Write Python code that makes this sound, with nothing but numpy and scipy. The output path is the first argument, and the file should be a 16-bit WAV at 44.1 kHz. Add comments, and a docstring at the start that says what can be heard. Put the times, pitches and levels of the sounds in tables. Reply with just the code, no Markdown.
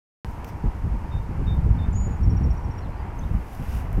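"""On a lake, from a drifting kayak, with a phone held in the hand. Light wind rumbles and thumps on the
microphone over the steady wash and hum of the far shore. Right at the microphone the hand rubs the casing and
squeezes it until it creaks. From the bank a small songbird gives three whistles, a high held note, a trill and
a few chips; a farther bird answers, mostly as echo, a ripple taps the hull and a bubble pops beside it. The
microphone switches on with a small pop a quarter of a second in."""
import sys
import numpy as np
from scipy import signal
from scipy.fft import rfft, irfft
from scipy.io import wavfile
from scipy.ndimage import uniform_filter1d

SR = 44100
rng = np.random.default_rng(int(sys.argv[2]) if len(sys.argv) > 2 else 0)


def store_wav(level_fs):
    """Save 16-bit WAV to argv[1]."""
    pcm = np.round(np.clip(np.atleast_2d(level_fs), -1, 1) * 32767)
    wavfile.write(sys.argv[1], SR, pcm.T.astype(np.int16))


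N = 176400


def undb(db):
    """Decibels to gain."""
    return 10 ** (np.asarray(db) / 20)

def times():
    """Time of every sample, in seconds."""
    return np.arange(N) / SR

def noise(colour):
    """Unit noise shaped by (frequency_hz, density_db) rows, falling away below the first."""
    hz, db = np.array(colour, float).T
    bins_hz = np.arange(N // 2 + 1) * SR / N + 1e-3
    gain = undb(np.interp(np.log(bins_hz), np.log(hz), db)) * np.minimum(bins_hz / hz[0], 1) ** 2
    x = irfft(rfft(rng.standard_normal(N)) * gain, N)
    return x / x.std()

def steady(x, samples):
    """Even out a noise by dividing by its running level."""
    return x / np.sqrt(uniform_filter1d(x ** 2, size=samples))

def wander(rate_hz):
    """Smooth random drift with unit spread."""
    step = max(int(SR / rate_hz), 1)
    stairs = rng.standard_normal(N)[np.arange(N) // step]
    x = uniform_filter1d(uniform_filter1d(stairs, step), step)
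    return x / x.std()

def gate(age, length, attack_s, release_s):
    """Rounded fade in and fade out."""
    rise = np.sin(np.pi / 2 * np.clip(age / attack_s, 0, 1))
    fall = np.sin(np.pi / 2 * np.clip((length - age) / release_s, 0, 1))
    return rise * fall

def curve(rows, outside_db=None):
    """Gain along (time_s, level_db) rows; the ends hold unless outside_db is given."""
    time_s, db = np.array(rows, float).T
    return undb(np.interp(times(), time_s, db, left=outside_db, right=outside_db))

def add(out, start_s, x):
    """Mix a short sound in at its time."""
    i = int(start_s * SR)
    out[i:i + len(x)] += x[:N - i]

def clicks(rows, decay_s):
    """Envelope of sudden rises that die at once, from (start_s, level_db) rows."""
    out = np.zeros(N)
    for start, db in rows:
        add(out, start, undb(db) * np.exp(-times()[:SR // 20] / decay_s))
    return out

def ping(gain_db, hz, decay_s):
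    """A quickly damped ring."""
    t = times()[:SR // 20]
    return undb(gain_db) * np.sin(2 * np.pi * hz * t) * np.exp(-t / decay_s)

def note(start_s, hz, gain, waver=0.0014):
    """One tone whose pitch wanders by the fraction waver."""
    out = np.zeros(N)
    hz = hz * (1 + waver * wander(151)[:len(hz)])
    add(out, start_s, np.sqrt(2) * gain * np.sin(2 * np.pi * np.cumsum(hz) / SR))
    return out

def slur(start_s, length_s, first_hz, last_hz, db, waver=0.0014):
    """A short glide that swells and fades."""
    progress = np.linspace(0, 1, int(length_s * SR))
    hz = first_hz + (last_hz - first_hz) * progress
    return note(start_s, hz, undb(db) * np.sin(np.pi * progress) ** 2, waver)

def echo(x, t60_s, delay_s=0):
    """The scattered tail of a sound, dying by 60 dB in t60_s."""
    t = times()
    tail = rng.standard_normal(N) * undb(-60 * t / t60_s) * (t >= delay_s)
    return signal.fftconvolve(x, tail / np.linalg.norm(tail))[:N]


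# Gusts on the microphone: time_s, relative_level_db
GUSTS = [(.26, -31), (.6, -36), (.66, -27.5), (.8, -31.5), (.87, -24.5), (.95, -24.5), (1.0, -32),
         (1.17, -25), (1.25, -31), (1.55, -21), (1.7, -17), (1.82, -22), (1.95, -20.5), (2.08, -22),
         (2.16, -25.5), (2.28, -19), (2.35, -23), (2.5, -20.5), (2.57, -29), (2.9, -29.5), (3.12, -31),
         (3.35, -20), (3.48, -36), (3.71, -23.5), (3.82, -29), (4.0, -21.5)]
# Sharp buffets among them: start_s, gain_db
BUFFETS = [(0.638, -20), (.84, -28.5), (0.927, -29), (1.291, -24), (1.393, -20.5), (1.464, -24),
           (1.508, -26), (1.565, -25.5), (1.658, -24), (1.88, -25.5), (1.97, -36), (2.06, -24),
           (2.263, -23.5), (2.309, -22), (2.407, -22), (2.446, -20), (2.671, -28), (3.596, -27.5),
           (3.972, -20)]
# Spectra of the rumble and of the buffets: frequency_hz, density_db
RUMBLE_COLOUR = [(18, -2), (40, 0.5), (62, 2.5), (100, -4), (140, -10), (190, -12.5), (420, -38)]
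BUFFET_COLOUR = [(25, -15), (70, 1.5), (150, -2.5), (300, -16), (450, -21), (800, -42), (2000, -82)]
def wind():
    """Eddies rumble right on the microphone; the sharpest ones thump and reach higher."""
    trim_db, flicker_db, buffet_s = -0.36, 2, 0.058
    edge_hz, edge_db = RUMBLE_COLOUR[-1]
    rolloff = [(edge_hz * 4, edge_db - 21.5), (SR / 2, -130)]
    eddies = steady(noise(list(RUMBLE_COLOUR) + rolloff), samples=3000)
    rumble = eddies * curve(GUSTS) * undb(trim_db + flicker_db * wander(25.41))
    push = np.zeros(N)
    age = np.arange(int(buffet_s * SR)) / SR
    for start, db in BUFFETS:
        add(push, start, undb(db) * gate(age, buffet_s, attack_s=0.0046, release_s=0.069))
    return rumble + push * steady(noise(BUFFET_COLOUR), samples=2000)


# Far wash of water and shore, and the thin hiss with it: time_s, relative_level_db
WASH_LEVEL = [(.28, -43.5), (.62, -43.5), (.85, -44.5), (1.05, -44.5), (1.3, -44.5), (1.68, -43.5),
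              (1.93, -44.5), (2.2, -43.5), (2.3, -43.5), (2.63, -43), (2.8, -44.5), (3.1, -43), (3.25, -44),
              (3.6, -44), (3.95, -42)]
HISS_LEVEL = [(.25, -62.5), (1.6, -63), (2.9, -64), (4.0, -66)]
# Their spectra: frequency_hz, density_db
WASH_COLOUR = [(100, 6), (300, 4.5), (600, -1.23), (800, 2.5), (980, 0), (1200, -3.5), (1600, -8),
               (2300, -12.5), (2900, -19.5), (3500, -31), (6000, -53), (16000, -62)]
HISS_COLOUR = [(2500, 5.5), (3800, 0), (4900, 2), (7000, -2), (9500, -5), (13500, -6), (16000, -22)]
def wash():
    """The open lake, far off, swells a little under a thin steady hiss."""
    lift_db, swell_db = 2, 0.86
    swell = curve(WASH_LEVEL) * undb(lift_db + swell_db * wander(11.62))
    return noise(WASH_COLOUR) * swell + noise(HISS_COLOUR) * curve(HISS_LEVEL)


# Hum across the water, strongest at first: time_s, level_db
HUM_LEVEL = [(.28, -48), (.62, -49.5), (1.05, -49.5), (1.4, -56), (2.6, -50.5), (4.0, -55.5)]
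# Its spectrum: frequency_hz, density_db
HUM_COLOUR = [(600, -31), (780, -8), (870, -2), (950, 2.5), (1010, -4.5), (1100, -19), (1500, -50),
              (4000, -88)]
def hum(waver_db=2.2):
    """A narrow band of noise from the far shore hums and wavers in level."""
    return noise(HUM_COLOUR) * curve(HUM_LEVEL) * undb(waver_db * wander(6.85))


# Rubbing beside the microphone, one list a stroke: time_s, level_db
RUB_STROKES = [
    [(.25, -61), (.33, -62), (.44, -70), (.53, -72)],
    [(3.15, -64), (3.45, -58.5), (3.54, -54.5), (3.62, -54), (3.72, -49), (3.775, -48), (3.83, -56),
     (3.89, -63), (4.0, -58.5)],
]
# Ticks of the grip: start_s, level_db
GRIP_TICKS = [(.311, -54), (.79, -59), (1.228, -58), (1.547, -54), (1.567, -56), (2.002, -58), (2.541, -56),
              (3.533, -48), (3.549, -46), (3.929, -43.5), (3.946, -54)]
# Spectra of the rubbing and of the ticks: frequency_hz, density_db
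RUB_COLOUR = [(1500, 12.5), (2200, 9), (2850, 9), (3400, 1), (4200, -2), (5000, 1), (5900, 1.5),
              (7000, -1.5), (8300, -3), (9500, -1), (11000, -0.5), (13300, 1.5), (14600, -6), (16000, -7)]
TICK_COLOUR = [(1500, -2), (6500, -7), (9500, -2), (13500, 2), (16000, -3)]
def hand(grain_db=0.8):
    """Skin slides over the phone with a fine grainy hiss and a few bright, dry ticks."""
    strokes = sum(curve(stroke, outside_db=-200) for stroke in RUB_STROKES)
    friction = strokes * undb(grain_db * wander(600))
    return friction * noise(RUB_COLOUR) + clicks(GRIP_TICKS, decay_s=0.0019) * noise(TICK_COLOUR)


# The casing gives under the grip, right at the microphone: start_s, level_db
SNAPS = [(.445, -35.5), (.4998, -48)]
# Its short creak: time_s, level_db
CREAK = [(.446, -52), (.459, -63), (.468, -62), (.476, -55), (.488, -51.5), (.503, -63), (.53, -71)]
# Its resonances: frequency_hz, density_db
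CASING_COLOUR = [(1500, 7), (2800, 3), (4200, -3), (5000, 2), (5700, 9), (6700, -3), (8500, -6.5),
                 (11500, -7), (13700, 4), (16000, -5)]
def casing(grain_db=2.5):
    """The squeezed casing snaps, creaks grittily and snaps again."""
    grit = curve(CREAK, outside_db=-200) * undb(grain_db * wander(1200))
    return (grit + clicks(SNAPS, decay_s=0.00091)) * noise(CASING_COLOUR)


# Deep shoves of air on the microphone: start_s, level_db
SHOVES = [(.635, -17.5), (0.886, -21), (2.235, -13.5), (2.455, -18), (3.926, -20)]
def shoves(length_s=0.083, pitch_hz=47.1):
    """A big eddy pushes the diaphragm to and fro for a few slow, uneven cycles."""
    return sum(slur(start, length_s, pitch_hz, pitch_hz, db, waver=0.228) for start, db in SHOVES)


# Opening whistles from the bank: start_s, length_s, first_hz, last_hz, level_db, mid_note_sag_hz
WHISTLES = [(1.11, 0.088, 3648, 3615, -55, -39), (1.462, 0.094, 3680, 3635, -50, 25),
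            (1.782, 0.092, 3634, 3660, -53, 54.5)]
# Single chips and slurs: start_s, length_s, first_hz, last_hz, level_db
CHIPS = [(1.925, .016, 7340, 6950, -51.5), (3.187, 0.013, 6730, 5800, -47), (3.206, .025, 3240, 3550, -62),
         (3.227, 0.022, 3560, 3760, -56)]
# The high held note: time_s, pitch_hz, level_db
HELD_NOTE = [(1.939, 5700, -63), (1.946, 6600, -55), (1.967, 6840, -45.5), (1.99, 6820, -46),
             (2.01, 6920, -48), (2.058, 6890, -47), (2.078, 6910, -49), (2.089, 6845, -67),
             (2.127, 6870, -56), (2.152, 6600, -72)]
# The trill, each note a short down-slur: start_s, centre_pitch_hz, level_db
TRILL = [(2.229, 5570, -53), (2.296, 5580, -51), (2.364, 5640, -54), (2.432, 5560, -53),
         (2.500, 5595, -53.5), (2.567, 5740, -60), (2.637, 5610, -59), (2.706, 5600, -57),
         (2.776, 5620, -54.5)]
def songbird():
    """A small bird on the bank sings in nearly pure tones that flutter in level."""
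    fade_db_per_s, whistle_flutter_db, song_flutter_db = 38, 1.6, 0.9
    trill_note_s, trill_fall_hz = 0.021, 190
    song = sum(slur(*chip) for chip in CHIPS)

    for start, length, first, last, db, sag in WHISTLES:
        age = np.arange(int(length * SR)) / SR
        gain = undb(db - fade_db_per_s * age + whistle_flutter_db * wander(153)[:len(age)])
        gain *= gate(age, length, attack_s=0.022, release_s=0.043)
        hz = first + (last - first) * age / length - sag * np.sin(np.pi * age / length)
        song += note(start, hz, gain, waver=0.0036)

    time_s, hz, db = np.array(HELD_NOTE).T
    t = np.arange(time_s[0], time_s[-1], 1 / SR)
    song += note(time_s[0], np.interp(t, time_s, hz), undb(np.interp(t, time_s, db)))

    age = np.arange(int(trill_note_s * SR)) / SR
    envelope = gate(age, trill_note_s, attack_s=0.013, release_s=0.0061)
    for start, hz, db in TRILL:
        song += note(start, hz + trill_fall_hz * (.5 - age / trill_note_s), undb(db) * envelope)
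    return song * undb(song_flutter_db * wander(90))

def bank_trees(song, echo_db=-10, cutoff_hz=6300):
    """Trees along the bank add a soft tail; their leaves swallow its highest notes."""
    leaves = signal.butter(2, cutoff_hz, fs=SR, output="sos")
    return song + undb(echo_db) * signal.sosfilt(leaves, echo(song, t60_s=0.33, delay_s=0.012))


# Water at the hull, close by: a ripple's tap, then a bubble: start_s, gain_db, ring_hz, decay_s
HULL_WATER = [(2.79, -39.5, 2900, 0.00053), (2.891, -31.5, 604, 0.0042)]
def hull():
    """A ripple taps the plastic hull, which rings very briefly; then a bubble pops with a low ring."""
    out = np.zeros(N)
    for start, db, hz, decay in HULL_WATER:
        add(out, start, ping(db, hz, decay))
    return out


# Slurs from farther off: start_s, length_s, first_hz, last_hz, relative_level_db
FAR_SLURS = [(2.817, .022, 4650, 4150, -61), (2.83, 0.051, 4320, 2900, -63), (2.895, .06, 4200, 4600, -69),
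             (2.947, 0.075, 5200, 4280, -68)]
def far_bird(direct_db=-4):
    """A second bird among the trees reaches the microphone mostly as scattered echo."""
    song = sum(slur(*row, waver=0.03) for row in FAR_SLURS)
    return undb(direct_db) * song + echo(song, t60_s=0.16)


def scene():
    """Near and distant sounds meet at one microphone in the kayak."""
    boat_and_lake = wind() + wash() + hand() + hull() + casing()
    shore = bank_trees(songbird()) + far_bird() + hum()
    return (boat_and_lake + shore + shoves())[None]

def record(dry):
    """The phone's microphone switches on with a small pop and cuts the highest treble."""
    switch_on_s, top_hz = 0.247, 15850
    out = dry * gate(times() - switch_on_s, N / SR - switch_on_s, attack_s=0.002, release_s=0.004)
    add(out[0], switch_on_s, ping(gain_db=-7, hz=710, decay_s=0.0001))
    lowpass = signal.ellip(10, .2, 80, top_hz, fs=SR, output="sos")
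    return signal.sosfilt(lowpass, out)


dry = scene()
out = record(dry)
store_wav(out)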